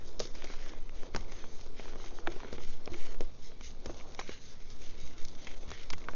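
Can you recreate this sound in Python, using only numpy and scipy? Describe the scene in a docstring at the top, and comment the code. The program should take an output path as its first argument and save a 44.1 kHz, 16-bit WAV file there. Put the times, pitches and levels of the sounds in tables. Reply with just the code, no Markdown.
"""Fingers crush soft chalk over a plastic tub, heard by a small microphone lying in it. Slow air sway drifts in
level throughout, with room rumble and a wavering hum; rubbing, powder hiss and pattering crumbs start at once.
Lumps crack and land from the start, hard near 1.15 s and hardest near 2.27 s. From 4.3 to 5.2 s no large
cracks: strokes, crumbs, small chips and low rumble surges go on; then a last volley of cracks closes the scene.
Knocks are pulses with noisy tails through resonances; the beds are shaped noise; dull bumps are sine rings."""
import sys
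import numpy as np
from scipy import signal
from scipy.fft import rfft, irfft, next_fast_len
from scipy.io import wavfile
from scipy.ndimage import uniform_filter1d, map_coordinates

SR = 44100
rng = np.random.default_rng(int(sys.argv[2]) if len(sys.argv) > 2 else 0)


def bounce(signal):
    """Save signal as a 16-bit WAV file at the path given by the first command-line argument."""
    frames = np.transpose(np.atleast_2d(signal))
    limited = np.clip(frames, -1, 1)
    pcm = np.round(limited * 32767).astype(np.int16)
    wavfile.write(sys.argv[1], SR, pcm)


N = 271215  # samples

# Pressure sway around the microphone. Each row: time in seconds, level in dB.
SWAY_LEVEL = [(0.0, -33), (0.07, -28.5), (0.99, -30), (1.09, -43), (1.18, -26), (1.52, -37.5), (1.75, -28),
              (2.64, -29.5), (2.69, -22.5), (2.89, -37.5), (2.93, -26.5), (3.25, -17.5), (3.32, -34.5),
              (6.15, -27.5)]
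# Jolts of the tub that make the rumble surge. Each row: time in seconds, level in dB.
JOLTS = [(.19, -43.5), (1.15, -36.5), (2.27, -46), (2.53, -44.5), (2.9, -47), (3.2, -46.5), (3.87, -42),
         (4.79, -64), (5.03, -48.5), (5.25, -50), (5.67, -45), (5.91, -43), (6.08, -48.5)]
# Narrow bands of hum. Each row: centre in Hz, width in Hz, level in dB.
HUM_BANDS = [(243, 10, -69.5), (355, 44, -87), (427, 1.1, -72.5), (472.7, 44, -71.5), (983, 5.7, -82),
             (3530, 72, -81)]

# Tone of each bed of noise. Each row: frequency in Hz, relative level in dB per Hz.
SWAY_TONE = [(1, 2.5), (3, -9), (6, 3), (10, -16.5), (15, -3.5), (20, -36), (30, -34), (45, -42.5),
             (70, -120)]
RUMBLE_TONE = [(12, -120), (25, -21.5), (50, 4), (90, -4), (130, -8.5), (250, -13.5), (600, -52),
               (1200, -24.5), (3000, -120)]
ROOM_TONE = [(300, -42), (600, -10), (1500, -16.5), (3700, 9), (6500, -0.5), (7500, -47)]
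CRUMB_TONE = [(100, -47), (200, 0), (360, 8), (500, 5.5), (700, 1), (1000, -4), (1500, -10.5),
              (2200, -26.5), (4000, -54)]
RUB_TONE = [(700, -64), (1300, -8.5), (1750, -6), (2150, -0.5), (2550, -5.5), (3200, -6.5), (4500, -19.5),
            (7000, -64)]
POWDER_TONE = [(1500, -59), (3000, -12.5), (3700, -1.5), (4600, -2), (5500, 0.5), (6500, 2), (6900, -5.5),
               (7300, -83.5), (7800, -60)]

# Crumbs falling on the heap. Each row: time in seconds, level in dB.
CRUMB_FALL = [(0.0, -58), (0.55, -56.5), (0.91, -59), (1.18, -55), (1.28, -54.5), (1.47, -57.5),
              (1.71, -60), (1.95, -54), (2.3, -53), (2.46, -53), (2.64, -58), (2.84, -58), (3.1, -54.5),
              (3.32, -63), (3.67, -62.5), (3.87, -58), (4.02, -54.5), (4.16, -56), (4.4, -64.5),
              (4.68, -63.5), (4.88, -60.5), (5.58, -57.5), (5.75, -59), (5.98, -59), (6.1, -53.5),
              (6.15, -54.5)]
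# Finger strokes over the chalk. Each row: start in seconds, hold in seconds, powder hiss in dB, finger rub in dB.
STROKES = [(0.044, 0.013, -59, -85), (0.197, 0.018, -49, -56), (0.322, 0.17, -61.5, -60),
           (0.456, 0.079, -61.5, -56.5), (0.587, 0.085, -61, -60), (0.744, 0.03, -69, -73),
           (0.93, .1, -65, -64.5), (1.13, 0.036, -59.5, -59), (1.269, 0.12, -62.5, -63.5),
           (1.426, 0.18, -63.5, -68), (1.75, 0.13, -61.5, -59), (1.96, 0.098, -59.5, -61.5),
           (2.127, 0.038, -61, -72), (2.278, 0.12, -63, -59.5), (2.427, .1, -74, -61.5),
           (2.5, 0.014, -61, -63), (2.589, 0.12, -61, -61.5), (2.896, 0.1, -61, -60),
           (3.016, 0.069, -62, -62), (3.197, 0.02, -68, -70), (3.408, 0.036, -59, -71),
           (3.614, 0.017, -51.5, -58), (3.722, 0.025, -89, -90), (3.838, 0.057, -62.5, -65.5),
           (3.95, 0.042, -60.5, -64.5), (4.06, 0.053, -64.5, -70.5), (4.169, 0.043, -57.5, -58),
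           (4.252, 0.059, -58, -54.5), (4.39, 0.096, -60.5, -67.5), (4.577, 0.06, -70, -71),
           (4.686, 0.02, -58.5, -64.5), (4.78, 0.096, -60, -63.5), (4.963, 0.047, -59.5, -64),
           (5.024, 0.065, -66, -66), (5.158, .04, -60, -63.5), (5.25, 0.073, -60.5, -67.5),
           (5.365, .05, -60, -63), (5.451, 0.046, -62.5, -59.5), (5.552, 0.13, -65.5, -69),
           (5.688, 0.12, -60, -55.5), (5.89, 0.12, -64.5, -68.5), (6.066, .05, -66, -66.5)]
# Soft bumps that ring only the tub wall. Each row: time in seconds, level in dB.
BUMPS = [(1.15, -43), (2.277, -27), (2.917, -33), (2.942, -32.5), (3.211, -38), (3.896, -36.5)]
# Cracks and landings. Each row: time in seconds, knock in dB, share of snap against lump from 0 to 1,
# grit in dB, tub thud in dB, t60 of the crumble in seconds.
CRACKS = [(0.078, -61, 0.5, -48, -68, 0.015), (0.13, -59, 0.3, -51, -44, 0.013),
          (0.195, -38, 0.55, -30.5, -45.5, 0.017), (0.201, -29.5, 0.09, -25, -26, 0.031),
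          (0.254, -48, 0, -37, -42, 0.023), (0.352, -38, 0.47, -39.5, -54, 0.013),
          (0.375, -51, 0.2, -51, -58, 0.011), (0.422, -32, 0.63, -57, -54, 0.013),
          (0.443, -37.5, 0, -33.5, -38.5, 0.015), (0.472, -38, 0.67, -58, -54, 0.013),
          (0.501, -37, 0.3, -54, -37.5, 0.011), (0.538, -33.5, 0.3, -41.5, -48, 0.02),
          (0.544, -39, 0.26, -51, -58, 0.011), (0.663, -39.5, 0, -57, -46, 0.013),
          (0.735, -38, 0.22, -64, -45, 0.016), (0.894, -38.5, 0.45, -48, -54, 0.013),
          (1.033, -38, 0.13, -46.5, -36, 0.019), (1.148, -26, 0, -35, -25, 0.018),
          (1.162, -22, 0.22, -28, -36, 0.022), (1.175, -37, 0.2, -59, -55, 0.015),
          (1.246, -42, 0.65, -60, -49, 0.012), (1.32, -35, 0.45, -38.5, -37.5, 0.029),
          (1.441, -37, 0.16, -63, -41, 0.025), (1.594, -41.5, 0.26, -63, -64, 0.016),
          (1.673, -50, 0.3, -50, -64, 0.013), (1.796, -33, 0.4, -48, -33.5, 0.019),
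          (1.856, -36, 0.17, -51, -39.5, 0.013), (1.881, -36, 0.4, -57, -51, 0.012),
          (1.934, -38.5, 0.06, -52, -41.5, 0.016), (1.957, -36, 0.28, -50, -37, 0.02),
          (2.0, -37, 0.4, -53, -52, 0.013), (2.042, -39.5, 0, -67, -60, 0.016),
          (2.187, -35, 0.05, -58, -45, 0.02), (2.266, -31.5, 0.32, -55, -50, 0.011),
          (2.273, -16, 0.23, -38, -29, 0.021), (2.362, -46, 0.1, -50, -40, 0.013),
          (2.403, -33, 0.17, -47, -44.5, 0.016), (2.433, -34, 0.03, -61, -37.5, 0.013),
          (2.447, -38, 0.03, -57, -39, 0.013), (2.528, -35, 0.06, -38.5, -29.5, 0.019),
          (2.582, -30.5, 0.34, -56, -38.5, 0.022), (2.605, -42.5, 0.15, -58, -63, 0.013),
          (2.858, -51, 0.4, -34.5, -60, 0.01), (2.876, -31, 0.44, -66, -34, 0.013),
          (2.934, -38, 0.7, -66, -66, 0.0099), (2.942, -33, 0.48, -60, -35.5, 0.016),
          (3.067, -37, 0.34, -45, -47, 0.014), (3.145, -35.5, 0.27, -52, -43, 0.023),
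          (3.207, -32, 0.5, -35.5, -28, 0.03), (3.518, -39, 0.44, -67, -45, 0.013),
          (3.61, -32, 0.46, -41, -44, 0.015), (3.802, -62, 0.2, -50, -63, 0.013),
          (3.859, -28, 0.31, -29.5, -33.5, 0.018), (3.896, -39, 0.2, -60, -33.5, 0.025),
          (4, -37, 0.6, -60, -60, 0.013), (4.01, -39, 0.4, -55, -65, 0.015),
          (4.148, -40.5, 0.52, -37, -58, 0.013), (4.192, -21.5, 0.53, -36.5, -34.5, 0.016),
          (4.196, -30.5, 0.02, -33.5, -45, 0.039), (4.213, -32, 0.3, -52, -69, 0.024),
          (4.293, -31, 0.42, -43, -32.5, 0.013), (5.215, -45, 0.6, -44, -50, 0.018),
          (5.25, -46, 0.9, -33.5, -67, 0.021), (5.284, -55, 0.5, -38.5, -64, 0.013),
          (5.47, -29, 0.57, -38.5, -39, 0.039), (5.704, -39, 0.23, -34.5, -45, 0.014),
          (5.716, -32, 0.24, -37, -37, 0.018), (5.903, -27, 0.55, -26, -53, 0.0046),
          (5.906, -33, 0.14, -32.5, -67, 0.016), (5.93, -38.5, 0, -34.5, -49, 0.0094),
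          (5.934, -25, 0.53, -34, -38, 0.027), (5.981, -43, 0.2, -40, -55, 0.013),
          (6.017, -46, 0.8, -59, -55, 0.015), (6.041, -40.5, 0.6, -49, -52, 0.02),
          (6.086, -24.5, 0, -58, -33.5, 0.027), (6.135, -38, 0.2, -53, -39, 0.018)]

# Resonances a crack sets off. Each row: centre in Hz, width in Hz, relative level in dB.
TUB_MODES = [(83.4, 8, 0.5), (256, 170, -3), (401, 92, 3), (481, 43, 0.5), (591, 30, -2.5)]
LUMP_MODES = [(800, 240, 2.5), (1000, 380, 6.5), (1410, 560, -3)]
SNAP_MODES = [(2180, 305, 10), (2850, 370, -8)]
GRIT_MODES = [(3900, 1000, 12.5), (5100, 1600, 15), (5800, 270, -11)]

RUMBLE_DB, JOLT_T60_S = -56.5, 0.34  # rumble level it wanders about; decay of a surge
SHOWER_DB, SHOWER_T60_S = -13, 0.088  # crumbs shaken loose by a thud: level relative to it, decay
ATTACK_S, RISE_DB, RELEASE_T60_S = 0.027, 13, 0.27  # a stroke gains RISE_DB in each ATTACK_S
DUST_DB, TOUCH_DB = -71, -71  # powder hiss and rub between strokes
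WALL_HZ, WALL_T60_S = 344, 0.085  # note of the tub wall
CHIPS, CHIP_T60_S, CHIP_MOST_SNAP = 60, 0.0033, 0.34  # small breaks among the crumbs
CHIP_MEAN_DB, CHIP_SPREAD_DB = [-55, -60, -57.5], 1  # knock, grit, thud
TOP_HZ = 7876  # nothing of the scene passes above this


def amp(db):
    """Gain of a level in dB."""
    return 10 ** (np.asarray(db) / 20)


def unit(x):
    """Scaled to rms 1."""
    return x / np.sqrt(np.mean(x ** 2) + 1e-20)


def noise():
    """White noise as long as the scene."""
    return rng.standard_normal(N)


def level_curve(rows):
    """Gain per sample, gliding in dB between the (seconds, dB) rows."""
    s, db = np.transpose(rows)
    return amp(np.interp(np.arange(N) / SR, s, db))


def wobble(rate):
    """A smooth random curve with rate knots a second."""
    knots = rng.standard_normal(int(N * rate / SR) + 4)
    return map_coordinates(knots, [np.arange(N) * rate / SR])


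def filtered(x, response):
    """x through a complex response of frequency."""
    m = next_fast_len(N + SR // 2)
    return irfft(rfft(x, m) * response(np.fft.rfftfreq(m, 1 / SR)), m)[..., :N]


def coloured(x, tone):
    """x shaped by (Hz, dB) points on a log axis, rms 1."""
    f, db = np.transpose(tone)
    return unit(filtered(x, lambda hz: amp(np.interp(np.log(hz + 0.3), np.log(f), db))))


def modes(table):
    """Causal response of resonances that all start together."""
    return lambda f: sum(amp(db) * 1j * f * w / (c * c - f * f + 1j * f * w) for c, w, db in table)


def dying_power(rows, t60):
    """Power envelope: a step at each (seconds, dB) that dies away."""
    s, db = np.transpose(rows)
    power = np.zeros(N)
    np.add.at(power, np.round(s * SR).astype(int), amp(db) ** 2)
    decay = amp(-120 * np.arange(SR // 2) / SR / t60)  # squared, so twice the dB
    return np.abs(signal.fftconvolve(power, decay)[:N])


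def air_sway():
    """Slow air pressure at the microphone, mostly below hearing: deep noise riding a level curve."""
    return level_curve(SWAY_LEVEL) * coloured(noise(), SWAY_TONE)


def rumble():
    """Low room noise that wanders in level and surges when the tub is jolted."""
    steady = amp(RUMBLE_DB + 0.87 * wobble(8.9))
    shaking = np.sqrt(steady ** 2 + dying_power(JOLTS, JOLT_T60_S))
    return shaking * coloured(noise(), RUMBLE_TONE)


def hum():
    """Noise through narrow resonances, so each tone wavers by itself."""
    return sum(amp(db) * unit(filtered(noise(), modes([(hz, w, 0)]))) for hz, w, db in HUM_BANDS)


def room_hiss():
    """Steady shaped noise of the room."""
    return amp(-72.5) * coloured(noise(), ROOM_TONE)


def patter(rate, spread_db, smooth, t60, patchy_db):
    """Sparse contacts of very unequal size, each a dying puff, over smooth noise with patches of random colour."""
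    hit = rng.random(N) < rate / SR
    size = amp(spread_db * np.minimum(rng.exponential(size=N), 3)) * rng.uniform(-1, 1, N)
    clicks = hit * size
    puff = amp(-60 * np.arange(SR // 50) / SR / t60)
    puffs = signal.fftconvolve(np.abs(clicks), puff)[:N] * rng.standard_normal(N)
    contacts = clicks + 0.11 * puffs

    spectrum = signal.stft(rng.standard_normal(N + 512), nperseg=512)[2]
    patches = uniform_filter1d(rng.standard_normal(spectrum.shape), size=4, axis=0)  # across frequency
    patches = uniform_filter1d(patches, size=14, axis=1)  # across time
    bed = signal.istft(spectrum * amp(patchy_db * unit(patches)), nperseg=512)[1][:N]
    return np.sqrt(1 - smooth) * unit(contacts) + np.sqrt(smooth) * unit(bed)


def stroke_gains():
    """Gains of powder hiss and finger rub: each stroke rises, holds and dies away."""
    t = np.arange(N) / SR
    power = amp([[DUST_DB], [TOUCH_DB]]) ** 2 * np.ones(N)
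    for s, hold, *parts_db in STROKES:
        full = s + ATTACK_S
        early = np.maximum(full - t, 0)
        late = np.maximum(t - full - hold, 0)
        shape = amp(-RISE_DB * early / ATTACK_S - 60 * late / RELEASE_T60_S)
        power = power + (amp(parts_db)[:, None] * shape) ** 2
    return np.sqrt(power)


def powder(gain, grip, fine):
    """Powder sifts down: the fine patter as a high hiss under each stroke."""
    return gain * amp(0.7 * grip) * coloured(fine, POWDER_TONE)


def finger_rub(gain, grip, fine):
    """Fingers grind the chalk: the same fine patter coloured lower."""
    return gain * amp(0.9 * grip) * coloured(fine, RUB_TONE)


def crumbs(grip, fine):
    """Crumbs land one by one on a dense bed, with an extra shower after each thud."""
    showers = [(s, thud_db + SHOWER_DB) for s, _, _, _, thud_db, _ in CRACKS]
    falling = np.sqrt(level_curve(CRUMB_FALL) ** 2 + dying_power(showers, SHOWER_T60_S))
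    coarse = patter(600, spread_db=3, smooth=0.8, t60=0.008, patchy_db=2.2)
    return falling * amp(1.2 * grip) * coloured(0.6 * fine + coarse, CRUMB_TONE)


def chalk_stream():
    """Powder, rub and crumbs share one fine patter and flutter together with the grip."""
    powder_gain, rub_gain = stroke_gains()
    grip = wobble(45)
    fine = patter(400, spread_db=3.5, smooth=0.6, t60=0.021, patchy_db=3.5)
    return powder(powder_gain, grip, fine) + finger_rub(rub_gain, grip, fine) + crumbs(grip, fine)


def wall_bumps():
    """A dull push sets one note of the tub wall ringing: a decaying sine with a soft start."""
    t = np.arange(SR // 8) / SR
    ring = np.sin(2 * np.pi * WALL_HZ * t) * amp(-60 * t / WALL_T60_S) * (1 - np.exp(-t / 0.0039))
    out = np.zeros(N + len(t))
    for s, db in BUMPS:
        out[round(s * SR):][:len(t)] += amp(db) * ring
    return out[:N]


def chips():
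    """Small random breaks, denser where more crumbs fall, as rows like the cracks."""
    share = np.cumsum(level_curve(CRUMB_FALL))
    place, snap = rng.random((CHIPS, 2)).T
    knock, grit, thud = (CHIP_MEAN_DB + CHIP_SPREAD_DB * rng.standard_normal((CHIPS, 3))).T
    when = np.searchsorted(share / share[-1], place) / SR
    return list(zip(when, knock, CHIP_MOST_SNAP * snap, grit, thud, np.full(CHIPS, CHIP_T60_S)))


def struck_body(force, table, soft_hz, small_hz):
    """Resonances driven by a force: soft contact dulls the treble, small size sheds the bass."""
    def body(hz):
        dulling = 1 / (1 + 1j * hz / soft_hz) ** 2
        thinning = (1j * hz / (small_hz + 1j * hz)) ** 2
        return modes(table)(hz) * dulling * thinning

    blow = np.arange(N) == 0
    return filtered(force, body) / np.abs(filtered(blow, body)).max()  # a unit blow peaks at 1


def cracks():
    """One sharp break, then a noisy crumble; it drives tub, lump, snap and grit at their own strengths."""
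    t = np.arange(SR // 10) / SR
    force = np.zeros((4, N + len(t)))
    roughness = np.array([[0.06], [0.09], [0.15], [0.25]])  # crumble against break: finer parts are noisier
    for s, knock_db, snap, grit_db, thud_db, t60 in list(CRACKS) + chips():
        knock = amp(knock_db)
        parts = np.array([amp(thud_db), (1 - snap) * knock, snap * knock, amp(grit_db)])
        burst = roughness * rng.standard_normal(len(t)) * amp(-60 * t / t60)
        burst[:, 0] = 1  # the break itself
        force[:, round(s * SR):][:, :len(t)] += parts[:, None] * burst
    tub, lump, snap, grit = force[:, :N]
    return (struck_body(tub, TUB_MODES, soft_hz=1100, small_hz=25)
            + struck_body(lump, LUMP_MODES, soft_hz=2200, small_hz=450)
            + struck_body(snap, SNAP_MODES, soft_hz=4500, small_hz=1300)
            + struck_body(grit, GRIT_MODES, soft_hz=14000, small_hz=2800))


def scene():
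    """Everything reaches one microphone."""
    background = air_sway() + rumble() + hum() + room_hiss()
    return (background + chalk_stream() + wall_bumps() + cracks())[None]


def record(dry):
    """The microphone channel rolls off steeply in the treble and stops; a trace of hiss follows it."""
    soft = filtered(dry, lambda hz: (hz < TOP_HZ) / np.sqrt(1 + (hz / 6950) ** 90))
    hiss = filtered(rng.standard_normal(dry.shape), lambda hz: hz < 15700)
    return soft + amp(-99) * hiss


dry = scene()
out = record(dry)
bounce(out)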